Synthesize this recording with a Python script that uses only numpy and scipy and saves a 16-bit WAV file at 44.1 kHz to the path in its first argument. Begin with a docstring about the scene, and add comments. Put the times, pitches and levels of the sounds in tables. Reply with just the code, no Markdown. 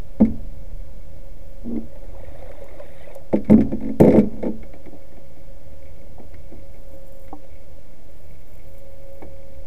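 """Over a low rumble and a faint wavering hum that last throughout, a paddle bumps a canoe on a lake.
The microphone is in a cased camera fixed to the hull. The paddle rubs along the side, makes one stroke
and is laid clattering across the gunwales; then a fishing rod is picked up and reeled in.
Knocks, taps and drops are struck decaying modes; rub, reel and water are random clicks sent through
resonances; rumble, wash, cracks and bright overload clicks are shaped noise."""
import sys
import numpy as np
from scipy import signal
from scipy.fft import rfft, irfft, next_fast_len
from scipy.io import wavfile
from scipy.ndimage import uniform_filter1d

SR = 44100
rng = np.random.default_rng(int(sys.argv[2]) if len(sys.argv) > 2 else 0)


def master(y):
    """Save y as 16-bit WAV."""
    cut = np.clip(np.atleast_2d(y).T, -1, 1)
    pcm = np.round(cut * 32767)  # scale
    wavfile.write(sys.argv[1], SR, pcm.astype(np.int16))


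N = 426182  # length in samples

# Levels in event and mode tables are relative: each source adds its own trim in dB.
# Paddle on hull: start_s, contact tick_db, hull boom_db, panel clonk_db
PADDLE_KNOCKS = [(0.2027,-32,-5,-11.5), (0.2500,-32.5,-26,-39), (3.329,-30.5,-15.5,-7),
                 (3.3583,-30,-20.5,-42), (3.4457,-36,-47.5,-43.5), (3.474,-44,-25,-45),
                 (3.498,-25,-2.5,-8.5), (3.5304,-30.5,-6,-20), (3.578,-36,-9.5,-16.5),
                 (3.607,-26.5,-23,-25.5), (3.7193,-36.5,-20,-23), (4.0006,-19,-9.5,-3), (4.0355,-31,-11,-7),
                 (4.0493,-26,-33,-14), (4.0687,-33,-12,-7.5), (4.0793,-26,-12.5,-6), (4.1054,-26,-22,-18),
                 (4.124,-25,-22,-17), (4.1384,-31,-29,-8), (4.1603,-26,-14,-9), (4.1741,-39,-9.5,-11),
                 (4.1895,-23,-15,-27), (4.2394,-44.5,-19.5,-34), (4.4271,-32.5,-27,-17),
                 (4.4532,-35,-20.5,-20), (4.4696,-40,-17.5,-21)]
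# The paddle's weight landing on the gunwales: start_s, thump_db, overload click_db
LANDINGS = [(3.508,-16,-31.5), (4.002,-10.5,-21.5), (4.048,-25,-36), (4.082,-19.5,-37), (4.176,-22.5,-39)]
# Ring of the camera case: pitch_hz, level_db, t60_s (time to fall 60 dB)
CASE_RING = [(1440, -4, 0.011), (1757, -7, 0.066), (2093, 5, 0.022), (2190, -0.5, 0.046),
             (2298, -8.5, 0.088), (3710, -6, 0.0069), (5230, -18.5, .03), (5840, -25.5, 0.043),
             (7960, -18, 0.021), (9100, -19, 0.022)]
# Spectrum of the crowd of weak hull modes: frequency_hz, relative level_db_per_hz
WEAK_HULL_MODES = [(50, -16), (130, -2), (210, 2), (300, 1.5), (400, -7.5), (540, -10.5), (700, -10),
                   (1000, -26), (1500, -34), (4000, -57.5)]
# Spectrum of the crack of a contact: frequency_hz, relative level_db_per_hz
CONTACT_CRACK = [(500, -16.5), (1100, 6), (2200, 9), (2900, -2), (6000, -9.5), (14000, -24.5),
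                 (16000, -27.5)]
# Spectrum of short bright clicks, from overload and from drips: frequency_hz, relative level_db_per_hz
BRIGHT_CLICK = [(3000, -24), (7000, 7.5), (9000, 3), (13000, 5.5), (15500, 4.5)]


def from_db(db):
    """Decibels to gain."""
    return 10 ** (np.asarray(db) / 20)


def rms_one(x):
    """Scale to rms 1."""
    return x / np.sqrt(np.mean(x ** 2) + 1e-20)


def gains(rows):
    """Level curves as gains in time, all but silent outside their span."""
    s, *columns = np.transpose(rows)
    t = np.arange(N) / SR
    return [from_db(np.interp(t, s, db, left=-140, right=-140)) for db in columns]


def colour(x, spectrum):
    """Give x a spectrum, drawn straight between points on a log frequency scale; rms 1."""
    hz, db = np.transpose(spectrum)
    size = next_fast_len(N)
    f = np.maximum(np.arange(size // 2 + 1) * SR / size, 1)
    weight = from_db(np.interp(np.log(f), np.log(hz), db))
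    return rms_one(irfft(rfft(x, size) * weight, size)[:N])


def noise(spectrum):
    """Steady noise of a given spectrum; rms 1."""
    return colour(rng.standard_normal(N), spectrum)


def ring(x, hz, t60):
    """A unit click sets a decaying sine ringing, starting at height 1."""
    r, w = np.exp(-np.log(1000) / (t60 * SR)), 2 * np.pi * hz / SR
    return signal.lfilter([0, np.sin(w)], [1, -2 * r * np.cos(w), r * r], x + 1e-18)


def resonate(x, hz, width):
    """A resonance of given width in Hz; rms 1."""
    r, w = np.exp(-np.pi * width / SR), 2 * np.pi * hz / SR
    return rms_one(signal.lfilter([1, 0, -1], [1, -2 * r * np.cos(w), r * r], x))


def soften(x, hz):
    """A low-pass: a yielding contact takes the edge off."""
    return signal.sosfilt(signal.butter(2, min(hz, .4 * SR), fs=SR, output="sos"), x)


def clicks(times, db):
    """One impulse for each event."""
    out = np.zeros(N)
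    out[np.round(times * SR).astype(int)] = from_db(db)
    return out


def fade(times, db, t60):
    """Envelope that jumps at each hit and dies away; hits add in power."""
    r = np.exp(-2 * np.log(1000) / (t60 * SR))
    return np.sqrt(signal.lfilter([1], [1, -r], clicks(times, db) ** 2 + 1e-18))


def strike(times, db, modes, spread_db, detune=0):
    """Each blow lands elsewhere, so every mode gets its own strength and a slightly shifted pitch."""
    hz, mode_db, t60 = np.transpose(modes)
    t = np.arange(int(min(1.2 * t60.max(), .5) * SR)) / SR
    signs = (-1) ** np.arange(len(hz))[:, None]  # neighbouring modes start in opposite directions
    decay = from_db(-60 * t / t60[:, None]) * signs
    out = np.zeros(N + SR)  # room for the last rings to run past the end
    chances = rng.standard_normal((len(times), 2, len(hz)))
    for s, level, (strength, shift) in zip(times, db, chances):
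        waves = decay * np.sin(2 * np.pi * np.outer(hz * (1 + detune * shift), t))
        at = round(s * SR)
        out[at:at + len(t)] += from_db(level + mode_db + spread_db * strength) @ waves
    return out[:N]


def grains(per_s, spread_db):
    """Random clicks of uneven size and either sign."""
    sizes = from_db(spread_db * np.minimum(rng.exponential(1, N), 4)) * rng.choice([-1, 1], N)
    return sizes * (rng.random(N) < per_s / SR)


def drift(rate):
    """Slow random wandering through about rate random points a second; rms 1."""
    knots = rng.standard_normal(int(rate * N / SR) + 2)
    return rms_one(np.interp(np.linspace(0, len(knots) - 1, N), np.arange(len(knots)), knots))


def bubbles(per_s, low_hz, high_hz, cycles, count):
    """Each bubble rings for some cycles at one of count pitches; rms 1."""
    births, size = grains(per_s, spread_db=3.0), rng.integers(0, count, N)
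    pitches = np.geomspace(low_hz, high_hz, count)
    return rms_one(sum(ring(births * (size == k), hz, cycles / hz) * np.sqrt(hz)
                       for k, hz in enumerate(pitches)))


def swells(rows, rise_s, fall_s):
    """Each movement builds up, holds and dies down; as a gain in time."""
    t = np.arange(N) / SR
    total = np.zeros(N)
    for s, length, db in rows:
        slope = np.minimum((t - s) / rise_s, (s + length - t) / fall_s)
        total += from_db(db) * np.clip(slope, 0, 1)
    return total


def scatter(start, length, per_s, spread_db):
    """Unevenly spaced light contacts over a stretch of time: start_s, level_db."""
    slip, size = rng.random(32), rng.standard_normal(32)
    s = start + (np.arange(len(slip)) + .6 * slip) / per_s
    inside = s < start + length
    return s[inside], spread_db * size[inside]


def background(rumble_trim_db=4.0, air_db=-52):
    """Low rumble that swells as the boat rocks, distant wash, steady tones and a thin, wavering hum."""
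    # Rumble level: time_s, level_db
    rumble_level = [(0, -40), (.5, -37), (1.3, -43), (2.3, -40), (2.7, -47), (5.3, -51), (6.1, -44),
                    (6.8, -46), (8.1, -50), (9.66, -46)]
    # Spectrum of the rumble: frequency_hz, relative level_db_per_hz
    rumble_spectrum = [(10, -15.5), (22, 5.5), (35, -2), (55, -9), (80, -9.5), (105, -13.5), (135, -24),
                       (185, -24), (300, -34.5), (600, -77)]
    # Spectrum of the distant wash: frequency_hz, relative level_db_per_hz
    air_spectrum = [(120,-22), (200,-8.5), (298,-8.5), (399,-11), (500,-9), (560,-2.5), (630,-10.5),
                    (798,-17.5), (1230,-27.5), (1980,-27), (2960,-31), (9660,-36.5), (12500,-35.5),
                    (15500,-35.5)]
    # Hum level: time_s, level_db
    hum_level = [(0, -54), (4.9, -51), (6.3, -54.5), (7.1, -46.5), (7.6, -56.5), (8.55, -67), (8.75, -46.5),
                 (9.66, -46)]
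    # Lesser steady tones, as narrow bands of noise: pitch_hz, width_hz, level_db
    steady_tones = [(74.8, 2.5, -50.5), (139.5, 7.8, -56.5), (2193, 58, -73), (12040, 3, -81.5)]

    s, _, boom, _ = np.transpose(PADDLE_KNOCKS)
    # the boat rocks after each knock, at a level relative to the boom
    rocking = soften(fade(s, boom - 30.5, t60=1.3), hz=20)
    rumble = from_db(rumble_trim_db) * (gains(rumble_level)[0] + rocking) * noise(rumble_spectrum)
    air = from_db(air_db) * noise(air_spectrum)

    pitch_hz = 543 + 1.68 * drift(rate=24) + 2.0 * drift(rate=2)
    hum_gain = gains(hum_level)[0] * from_db(-2.0 + 1.5 * drift(rate=11))
    hum = hum_gain * np.sqrt(2) * np.sin(2 * np.pi * np.cumsum(pitch_hz) / SR)
    tones = sum(from_db(db) * resonate(rng.standard_normal(N), hz, width)
                for hz, width, db in steady_tones)
    return rumble + air + hum + tones


def reeling(rustle_trim_db=-6.5):
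    """Gear teeth tick in the reel, unevenly as the handle turns, while sleeves and line rustle."""
    # Bouts of cranking the reel: start_s, length_s, level_db
    crank_bouts = [(6.6, 0.72, -66), (7.95, 1.4, -67)]
    # Resonances of the reel: pitch_hz, width_hz, level_db
    reel_resonances = [(7460, 35, -6), (9300, 270, -1.5), (11700, 120, -11), (13000, 730, 2.5),
                       (14200, 220, 0.5)]
    # Arm movements that rustle sleeves and line: start_s, length_s, level_db
    arm_moves = [(4.5, 1.6, -68), (5.7, 0.33, -61.5), (6.3, .55, -61), (7.15, .55, -63), (7.7, 0.97, -66),
                 (8.5, 1.15, -65.5)]

    turns_per_s, swing_db = 3.2, 1.5  # the teeth bite harder once in every turn of the handle
    turns = turns_per_s * np.arange(N) / SR + .2 * drift(rate=2)
    bite_db = 3 * drift(rate=20) + swing_db * np.sin(2 * np.pi * turns)
    teeth = grains(per_s=220, spread_db=2.5) * from_db(bite_db)
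    whirr = rms_one(sum(from_db(db) * resonate(teeth, hz, width) for hz, width, db in reel_resonances))

    creases = grains(per_s=50, spread_db=3.0) * from_db(3 * drift(rate=14))
    rustle = resonate(resonate(creases, hz=2206, width=150), hz=2250, width=3500)
    cranking = swells(crank_bouts, rise_s=0.31, fall_s=0.13) * whirr
    moving = swells(arm_moves, rise_s=0.1, fall_s=0.1) * rustle
    return cranking + from_db(rustle_trim_db) * moving


def tackle(tick_trim_db=-8.0, crack_trim_db=-15.0, hull_trim_db=2.5, clack_trim_db=-11.0):
    """Gear taps the boat and bumps its panels, the rod butt clacks."""
    # Clearest taps of tackle and gear: start_s, tick_db, hull_db
    clear_taps = [(1.7629,-39.5,-39), (4.6301,-35.5,-42.5), (4.735,-38.5,-40.5), (4.8584,-39.5,-41),
                  (4.926,-60,-40), (5.167,-44.5,-46), (6.1958,-49,-40), (6.3418,-37.5,-55),
                  (6.518,-49,-40.5), (7.2804,-41,-56), (9.2234,-37,-37)]
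    # Hollow clacks of the rod butt: start_s, level_db
    butt_clacks = [(7.328,-22.5), (9.2195,-31)]
    # Modes of a clack: pitch_hz, level_db, t60_s
    butt_modes = [(295, 1.5, 0.18), (465, 1.5, 0.045), (777, 7, 0.057), (932, -4.5, 0.1), (920, -18, 0.029),
                  (1086, 1, 0.05), (1200, -5, 0.017)]

    # fainter taps at random while the rod is handled
    s, db = scatter(start=4.7, length=2.5, per_s=3.2, spread_db=0.5)
    faint_taps = (s, -53 + db, -50.5 + db)
    s, tick, hull = np.hstack([np.transpose(clear_taps), faint_taps])
    taps = strike(s, tick + tick_trim_db, CASE_RING, spread_db=2.0, detune=.05)
    taps += noise(CONTACT_CRACK) * fade(s, tick + crack_trim_db, t60=0.069)

    # padded contacts swell for a few milliseconds and are too light for the lowest hull modes
    panels = resonate(noise(WEAK_HULL_MODES), hz=403, width=590)
    bumps = panels * soften(fade(s, hull + hull_trim_db, t60=0.22), hz=90)

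    s, db = np.transpose(butt_clacks)
    clacks = strike(s, db + clack_trim_db, butt_modes, spread_db=1.5)
    return soften(taps, hz=5000) + bumps + soften(clacks, hz=2000)


def water(gurgle_trim_db=-0.5, wash_db=-5.0, drop_trim_db=-9.0, tick_trim_db=-8.0):
    """The blade stirs up big bubbles and sheds small ones over a soft wash; drops splash and plop."""
    # Blade in the water: time_s, gurgle_db, spray_db
    blade_stroke = [(1.9, -60, -69), (1.98, -51, -70.5), (2.39, -43, -56.5), (2.874, -46.5, -56.5),
                    (2.92, -52.5, -51.5), (3.116, -41, -57), (3.3, -64, -77.5)]
    # Spectrum of the big bubbles: frequency_hz, relative level_db_per_hz
    gurgle_spectrum = [(150, -18), (280, -7.5), (450, -5.5), (570, 4.5), (750, -6), (1000, -14),
                       (1500, -23), (4000, -45)]
    # Spectrum of the small bubbles: frequency_hz, relative level_db_per_hz
    spray_spectrum = [(500, -24.5), (1000, -13.5), (1500, -7), (1900, 5), (2250, 5), (2900, -11),
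                      (3700, -3), (4500, -24), (8000, -21), (9200, -7.5), (10700, -27), (13000, -14),
                      (15000, -20)]
    # Biggest drops and slaps of water: start_s, plop_db, splash_db
    big_drops = [(1.956,-35,-53), (2.039,-41,-56), (2.281,-39,-55), (2.392,-39,-53), (2.424,-35,-49),
                 (2.457,-42,-56), (2.515,-45,-44.5), (2.617,-36.5,-54), (2.798,-31,-46), (3.108,-42,-59),
                 (3.158,-32.5,-57), (6.181,-36.5,-62), (7.444,-41.5,-58)]
    # Modes of a plop: pitch_hz, level_db, t60_s
    plop_modes = [(446, -8, 0.023), (557, 9, 0.13), (653, 8, 0.044), (822, -2.5, 0.1), (993, -13, 0.033)]
    # Thin sharp ticks of drips: start_s, level_db
    drip_ticks = [(2.6424,-42.5), (3.1512,-33)]

    gurgle, spray = gains(blade_stroke)
    big = colour(bubbles(per_s=130, low_hz=300, high_hz=1400, cycles=30, count=24), gurgle_spectrum)
    big = rms_one(big + from_db(wash_db) * noise(gurgle_spectrum))
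    small = colour(bubbles(per_s=500, low_hz=1100, high_hz=14500, cycles=60, count=44), spray_spectrum)
    spurts = from_db(2 * drift(rate=16))
    small = rms_one(spurts * small + from_db(wash_db) * noise(spray_spectrum))

    s, plop, splash = np.transpose(big_drops)
    drops = strike(s, plop + drop_trim_db, plop_modes, spread_db=2.0, detune=.07)
    drops += noise(CONTACT_CRACK) * fade(s, splash, t60=0.029)
    s, db = np.transpose(drip_ticks)
    drops += noise(BRIGHT_CLICK) * fade(s, db + tick_trim_db, t60=0.021)
    return from_db(gurgle_trim_db) * gurgle * big + spray * small + drops


def shaft_rub(panel_db=-5.5):
    """The shaft sticks and slips on the gunwale, keeping the hull's main mode going."""
    # Shaft rubbing along the gunwale: time_s, level_db
    rub_level = [(1.62, -59), (1.662, -29), (1.776, -24.5), (1.88, -53)]

    slips = grains(per_s=500, spread_db=1.5)
    groan = resonate(resonate(slips, hz=227.7, width=5.2), hz=233.7, width=45.0)
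    # the steady push of the arms holds the groan at an even strength
    groan = groan / np.sqrt(uniform_filter1d(groan ** 2, size=2200) + 1e-9)
    panels = resonate(resonate(slips, hz=297, width=36), hz=400, width=420)
    rub = rms_one(soften(groan + from_db(panel_db) * panels, hz=740))
    return gains(rub_level)[0] * rub


def overload_clicks(click_trim_db=-6.0, count=3, gap_s=0.013, loss_db=9):
    """Short bright clicks, each weaker than the last, where the loudest knocks overload the microphone."""
    s, _, db = np.transpose(LANDINGS)
    repeat = np.arange(count)[:, None]
    times = (s + gap_s * repeat).ravel()
    levels = (db + click_trim_db - loss_db * repeat).ravel()
    return noise(BRIGHT_CLICK) * fade(times, levels, t60=0.024)


def contacts():
    """Every touch of the paddle, from knocks, rebounds and jiggling: start_s, tick_db, boom_db, clonk_db."""
    # Paddle shifting and jiggling on the hull: start_s, length_s, contact tick_db, hull_db
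    paddle_jiggles = [(3.792, .1, -41.5, -26), (4.33, .065, -50, -32)]

    s, tick, boom, clonk = np.transpose(PADDLE_KNOCKS)
    # the shaft flexes and touches again, more weakly, about 9 ms after every knock
    again = s + .009 * (1 + .04 * rng.standard_normal(len(s)))
    touches = [(s, tick, boom, clonk), (again, tick - 12.5, boom - 7, clonk - 12.5)]
    for start, length, tick, hull in paddle_jiggles:
        s, db = scatter(start, length, per_s=45, spread_db=1.0)
        touches.append((s, tick + db, hull + db, hull + db - 4))
    return np.hstack(touches)


def paddle_knocks(boom_trim_db=-1.0, clonk_trim_db=-3.0, tick_trim_db=-8.0, thump_trim_db=0.5):
    """Hull booms, panels clonk, contacts tick through the camera case; heavy landings shake the boat."""
    # Bending modes of the whole hull: pitch_hz, level_db, t60_s
    hull_modes = [(87, -23.5, 0.6), (149, -21.5, 0.56), (202.9, -1.5, 0.18), (223.3, -2.5, 0.33),
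                  (269.8, -4.5, 0.34), (300.3, -13, 0.22)]
    # Modes of the hull panels and paddle: pitch_hz, level_db, t60_s
    panel_modes = [(321.9, -3, 0.16), (350, -5.5, 0.16), (430, -10, 0.24), (493.3, -4.5, 0.18),
                   (523, 0, 0.062), (565, -10, 0.12), (608.4, -8, .14), (662, -8.5, 0.041),
                   (758, -16, 0.089), (870.4, -14.5, 0.082), (895, -17, 0.077)]
    # Modes of the boat under a heavy landing: pitch_hz, level_db, t60_s
    landing_modes = [(80.5, -19, 0.16), (102.7, -6, 0.22), (133, 1, 0.092), (172, 5, 0.091),
                     (409, -1, 0.38), (522, -3, 0.056)]

    s, tick, boom, clonk = contacts()
    hull = strike(s, boom + boom_trim_db, hull_modes, spread_db=1.0)
    panels = strike(s, clonk + clonk_trim_db, panel_modes, spread_db=2.5, detune=.008)
    # countless weak modes blur into a short burst and a faint long tail
    burst, tail = fade(s, clonk - 11, t60=.08), fade(s, boom - 22, t60=.5)
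    wash = noise(WEAK_HULL_MODES) * (burst + tail)
    case = strike(s, tick + tick_trim_db, CASE_RING, spread_db=2.5, detune=.012)
    crack = noise(CONTACT_CRACK) * soften(fade(s, tick - 14.5, t60=0.1), hz=400)

    s, db, _ = np.transpose(LANDINGS)
    thumps = strike(s, db + thump_trim_db, landing_modes, spread_db=1.5)
    return soften(hull + panels + wash + thumps, hz=1540) + case + crack


def scene():
    """Everything reaches one microphone, in the open air."""
    paddle = paddle_knocks() + overload_clicks() + shaft_rub()
    return (background() + reeling() + tackle() + water() + paddle)[None]


def record(dry):
    """The signal sits off-centre, the hardest knocks are rounded off at full scale, the top is cut."""
    offset, cutoff_hz = .0776, 15250  # offset as a fraction of full scale
    shifted = dry + offset
    rounded = shifted / (1 + shifted ** 12) ** (1 / 12) - offset
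    low_pass = signal.ellip(10, .1, 80, cutoff_hz, fs=SR, output="sos")
    return signal.sosfilt(low_pass, rounded) + offset


dry = scene()
out = record(dry)
master(out)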